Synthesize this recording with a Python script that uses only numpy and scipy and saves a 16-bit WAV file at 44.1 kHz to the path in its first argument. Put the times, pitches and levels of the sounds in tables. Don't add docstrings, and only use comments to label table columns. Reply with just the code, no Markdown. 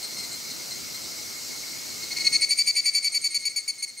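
import sys
import numpy as np
from scipy import signal
from scipy.fft import rfft, irfft, next_fast_len
from scipy.io import wavfile
from scipy.ndimage import uniform_filter1d, map_coordinates

SR = 44100
rng = np.random.default_rng(int(sys.argv[2]) if len(sys.argv) > 2 else 0)


def dump(signal):
    limited = np.clip(np.atleast_2d(signal).T, -1, 1)
    pcm = np.round(limited * 32767).astype(np.int16)
    wavfile.write(sys.argv[1], SR, pcm)


N = 176400

# (start [s], length [s], level [dB])
NEAR_PULSES = [(2.182, 0.0059, -18.5), (2.264, 0.015, -17.5), (2.347, 0.022, -18), (2.416, 0.035, -19.5),
               (2.503, 0.035, -19.5), (2.583, .041, -20.5), (2.669, 0.044, -21), (2.761, 0.046, -21),
               (2.854, 0.045, -21), (2.945, 0.047, -21), (3.041, 0.044, -22), (3.141, 0.04, -23),
               (3.238, 0.04, -23.5), (3.341, .037, -24), (3.449, .037, -25.5), (3.558, 0.035, -26),
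               (3.675, .035, -27), (3.821, 0.03, -28.5)]
# (time [s], pitch [Hz])
NEAR_PITCH = [(2.198, 2161), (2.349, 2193), (2.428, 2230), (2.598, 2292), (2.781, 2288), (3.057, 2264),
              (3.689, 2239), (3.841, 2221)]
# (multiple, level [dB], drift [dB/s], change over a full pulse [dB])
NEAR_HARMONICS = [(1, -10, 0, -3.5), (2, -0.47, -0.2, 0.2), (3, -9, 4.5, -8), (4, -10, 7, -13.5),
                  (5, -20.5, 9.5, -13.5), (6, -26, 5, -15)]


def near_cicada():
    call = tymbal_call(NEAR_PULSES, NEAR_PITCH, NEAR_HARMONICS, bloom_s=0.0065, jolt_rad=0.1,
                       waver_rad=0.054, rasp_db=-14.5, flick_hz=180.4, warm_at_s=2.484)
    return forest_scatter(call, wet_db=-14)


# (start [s], length [s], level [dB])
SECOND_PULSES = [(2.02, 0.024, -34.5), (2.105, 0.028, -29.5), (2.161, 0.019, -26.5), (2.19, 0.033, -28),
                 (2.24, 0.044, -25.5), (2.32, 0.032, -22.5), (2.402, 0.029, -29.5), (2.484, 0.026, -30),
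                 (2.567, 0.032, -31.5), (2.656, 0.035, -33), (2.746, 0.03, -32.5), (2.837, 0.034, -33.5),
                 (2.928, 0.032, -35), (3.02, 0.03, -36), (3.113, 0.03, -36), (3.206, 0.035, -39),
                 (3.299, 0.041, -39), (3.392, 0.056, -42.5), (3.487, 0.036, -42), (3.582, 0.03, -41),
                 (3.678, 0.039, -45), (3.774, 0.04, -44.5), (3.87, 0.035, -46), (3.967, 0.032, -43.5)]
# (time [s], pitch [Hz])
SECOND_PITCH = [(2.05, 2167), (2.332, 2191), (2.602, 2203), (3.101, 2177), (4, 2156)]
# (multiple, level [dB], drift [dB/s], change over a full pulse [dB])
SECOND_HARMONICS = [(1, -7.5, 2.7, 2.5), (2, -0.5, 1, 3.5), (3, -7, 0.3, 3), (4, 1, 1.4, -4.5),
                    (5, -11, 3, -1)]


def second_cicada():
    call = tymbal_call(SECOND_PULSES, SECOND_PITCH, SECOND_HARMONICS, bloom_s=0.01, jolt_rad=0.12,
                       waver_rad=0.11, rasp_db=-13, flick_hz=30, warm_at_s=2.428)
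    return forest_scatter(call, wet_db=-8)


# (start [s], length [s], level [dB])
FAR_PULSES = [(.025, 0.031, -38), (.166, 0.045, -39.5), (.232, 0.024, -39.5), (.317, 0.031, -39),
              (.498, 0.025, -40.5), (.706, 0.025, -38.5), (.94, 0.026, -41)]
# (time [s], pitch [Hz])
FAR_PITCH = [(0.191, 2115), (0.241, 2047), (0.331, 2108), (.72, 2080)]
# (multiple, level [dB], drift [dB/s], change over a full pulse [dB])
FAR_HARMONICS = [(1, -10, 0, 0), (2, 1.5, -2, 0), (4, -5, -7, 0)]


def far_cicada():
    call = tymbal_call(FAR_PULSES, FAR_PITCH, FAR_HARMONICS, bloom_s=ATTACK_S, jolt_rad=0.16,
                       waver_rad=0.28, rasp_db=-6, flick_hz=29.7, warm_at_s=0)
    return forest_scatter(call, wet_db=-5.5)


CLICK_HZ, CLICK_JITTER, CLICK_DECAY_PER_CYCLE, FORCE_SCATTER = 321, 0.024, 0.4, 0.25
ATTACK_S, RELEASE_S, FLICK_S, FULL_PULSE_S = 0.003, 0.004, 0.0025, 0.04
WARMUP_S, COLD_DULL_DB, COLD_ROUGHNESS = 0.25, 8, 0.44
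JOLT_LEAD_RAD, TREMBLE_DB, RASP_FADE_DB, BODY_CUTOFF_HZ = 0.35, 0.6, -2, 1830
# (frequency [Hz], relative density [dB])
RASP_SPECTRUM = [(1750, -51), (1980, 3), (2550, -3.5), (2850, -2.5), (3800, -7), (4200, 6), (6800, 5),
                 (7900, -8.5), (9000, -6), (10000, -12), (11200, -9), (11900, -40)]


def tymbal_call(pulses, pitch, harmonics, bloom_s, jolt_rad, waver_rad, rasp_db, flick_hz, warm_at_s):
    t = np.arange(N) / SR
    envelope, age_s = np.zeros(N), np.zeros(N)
    for start, length, db in pulses:
        attack = np.clip((t - start) / ATTACK_S, 0, 1)
        release = np.clip((start + length - t) / RELEASE_S + 0.5, 0, 1)
        envelope += amp(db) * attack * release
        age_s = np.where(t >= start, np.minimum(t - start, length), age_s)
    cold = np.clip((warm_at_s - t) / WARMUP_S, 0, 1)
    rough = 1 + COLD_ROUGHNESS * cold
    cycle = np.cumsum(CLICK_HZ * (1 + CLICK_JITTER * wobble(150))) / SR % 1
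    clicks = uniform_filter1d(np.exp(-CLICK_DECAY_PER_CYCLE * cycle), size=20)
    force = rough * (1 + FORCE_SCATTER * wobble(300))
    swell = 1 + 0.27 * force * np.sin(2 * np.pi * cycle)
    pitch_hz = curve(pitch) + flick_hz * np.exp(-age_s / FLICK_S)
    phase = 2 * np.pi * np.cumsum(pitch_hz) / SR + waver_rad * wobble(350)
    from_middle_s = t - np.mean([row[0] for row in pulses])
    bloom = np.clip(age_s / bloom_s, 0, 1) ** 2
    spent = (age_s / FULL_PULSE_S) ** 2
    ring = np.zeros(N)
    for k, db, drift_db_per_s, change_db in harmonics:
        shape_db = db + drift_db_per_s * from_middle_s + change_db * spent
        dull_db = COLD_DULL_DB * cold * max(k - 2, 0)
        gain = amp(shape_db - dull_db + TREMBLE_DB * wobble(60)) * (bloom if k > 1 else 1)
        jolt = jolt_rad * force * np.sin(2 * np.pi * cycle + JOLT_LEAD_RAD * (k - 2))
        ring += gain * swell * np.sqrt(2) * np.sin(k * (phase + jolt) + rng.uniform(0, 2 * np.pi))
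    friction = rng.standard_normal(N) * (clicks + 0.071)
    rasp = unit_rms(filtered(friction, lambda hz: amp(at_hz(RASP_SPECTRUM, hz))))
    call = envelope * (ring + amp(rasp_db + RASP_FADE_DB * spent) * rough * rasp)
    return filtered(call, lambda hz: 1 / np.hypot(1, (BODY_CUTOFF_HZ / (hz + 1)) ** 20))


FOREST_T60_S, FOREST_DELAY_S, FOREST_WIDTH, LEAF_CUTOFF_HZ = 0.55, 0.0056, 0.36, 13500


def forest_scatter(call, wet_db):
    t = np.arange(SR) / SR
    mid, side = rng.standard_normal((2, SR)) * amp(-60 * t / FOREST_T60_S) * (t > FOREST_DELAY_S)
    tail = np.array([mid + FOREST_WIDTH * side, mid - FOREST_WIDTH * side])
    echo = signal.fftconvolve(call[None], tail, axes=1)[:, :N]
    echo = filtered(echo, lambda hz: 1 / np.hypot(1, (hz / LEAF_CUTOFF_HZ) ** 2))
    return call + amp(wet_db) * unit_rms(echo) * np.sqrt(np.mean(call ** 2))


CHORUS_DB, CHORUS_FLICKER_DB, CHORUS_PITCH_WANDER = -37, 3, 0.012
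# (frequency [Hz], relative density [dB])
CHORUS_SPECTRUM = [(1000, -37.5), (2100, -7.5), (2500, -12), (3500, -13), (4150, -1), (6000, -2.5),
                   (7500, -6), (8500, -8), (9600, -19.5), (12000, -29.5)]
# (frequency [Hz], correlation)
HISS_COHERENCE = [(2300, 0.45), (6000, 1), (15000, 0.85)]
# (centre [Hz], width [Hz], level re hiss [dB])
CHORUS_BANDS = [(2186, 90, -14), (4350, 170, -13.5)]
# (time [s], gain [dB])
CHORUS_FADE = [(0, -0.5), (2.25, 1), (2.45, -4.5), (2.65, -5.5), (3.2, -7.5), (4, -12)]


def distant_chorus():
    chorus = stereo_noise(CHORUS_SPECTRUM, HISS_COHERENCE, patchy_db=1.37)
    for centre_hz, width_hz, db in CHORUS_BANDS:
        noise = rng.standard_normal((2, N))
        band = unit_rms(filtered(noise, lambda hz: np.exp(-((hz - centre_hz) / width_hz) ** 2)))
        shift_hz = CHORUS_PITCH_WANDER * centre_hz * wobble(12)
        ring = np.real(signal.hilbert(band) * np.exp(2j * np.pi * np.cumsum(shift_hz) / SR))
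        chorus += amp(db + CHORUS_FLICKER_DB * wobble(29.86)) * ring
    return amp(CHORUS_DB + curve(CHORUS_FADE)) * chorus


# (frequency [Hz], relative density [dB])
FINE_HISS_SPECTRUM = [(9400, -9), (10400, -0.5), (15500, -3)]
# (time [s], level [dB])
FINE_HISS_FADE = [(2.2, -44), (2.5, -51.5), (3.2, -58), (4, -58.5)]


def fine_hiss():
    return amp(curve(FINE_HISS_FADE)) * stereo_noise(FINE_HISS_SPECTRUM, HISS_COHERENCE, patchy_db=1)


AIR_DB = -46.5
# (frequency [Hz], relative density [dB])
AIR_SPECTRUM = [(25, -56), (71, -8.5), (130, -3.5), (280, -1.5), (1130, -12), (1330, -8), (1800, -20.5),
                (2340, -53), (3960, -120)]
# (frequency [Hz], correlation)
AIR_COHERENCE = [(50, 0.19), (130, -0.5), (1500, -0.033)]
# (time [s], gain [dB])
AIR_FADE = [(2.33, 0.5), (2.55, -8.5), (3.1, -9), (4, -14)]


def forest_air():
    return amp(AIR_DB + curve(AIR_FADE)) * stereo_noise(AIR_SPECTRUM, AIR_COHERENCE, patchy_db=1.5)


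def stereo_noise(spectrum, coherence, patchy_db):
    cells = signal.stft(rng.standard_normal((2, N)), nperseg=512)[2]
    patches = uniform_filter1d(rng.standard_normal(cells.shape[1:]), size=5, axis=0)
    patches = uniform_filter1d(patches, size=8, axis=1)
    pair = signal.istft(cells * amp(patchy_db * unit_rms(patches)), nperseg=512)[1][:, :N]

    def mid_side_gains(hz):
        angle = np.arccos(np.clip(at_hz(coherence, hz), -1, 1)) / 2
        return amp(at_hz(spectrum, hz)) * [np.cos(angle), np.sin(angle)]

    mid, side = filtered(pair, mid_side_gains)
    return unit_rms(np.array([mid + side, mid - side]))


def amp(db):
    return 10 ** (np.asarray(db) / 20)


def unit_rms(x):
    return x / np.sqrt(np.mean(x ** 2) + 1e-20)


def at_hz(points, hz):
    knots_hz, values = np.transpose(points)
    return np.interp(np.log(hz + 1), np.log(knots_hz + 1), values)


def curve(points):
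    return np.interp(np.arange(N) / SR, *np.transpose(points))


def wobble(rate_hz):
    knots = rng.standard_normal(int(N * rate_hz / SR) + 4)
    return map_coordinates(knots, [np.arange(N) * rate_hz / SR])


def pan(left_db):
    return amp(np.array([[0.5], [-0.5]]) * left_db)


def filtered(x, response):
    size = next_fast_len(N + SR // 2)
    return irfft(rfft(x, size) * response(np.fft.rfftfreq(size, 1 / SR)), size)[..., :N]


# (frequency [Hz], left over right [dB])
CALL_LEAN = [(2300, 0.9), (4400, 3.5), (7000, -0.1)]
# (frequency [Hz], left lead [rad])
CALL_LEAD = [(1000, 0.031), (4400, 0.25), (9000, 0.43)]


def scene():
    def lean_left(hz):
        phase = np.array([[0.5], [-0.5]]) * at_hz(CALL_LEAD, hz)
        return pan(at_hz(CALL_LEAN, hz)) * np.exp(1j * phase)

    calls = near_cicada() + second_cicada() + far_cicada()
    background = pan(1) * (distant_chorus() + fine_hiss()) + pan(-1) * forest_air()
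    return filtered(calls, lean_left) + background


def record(dry):
    return filtered(dry, lambda hz: hz < 15700)


dry = scene()
out = record(dry)
dump(out)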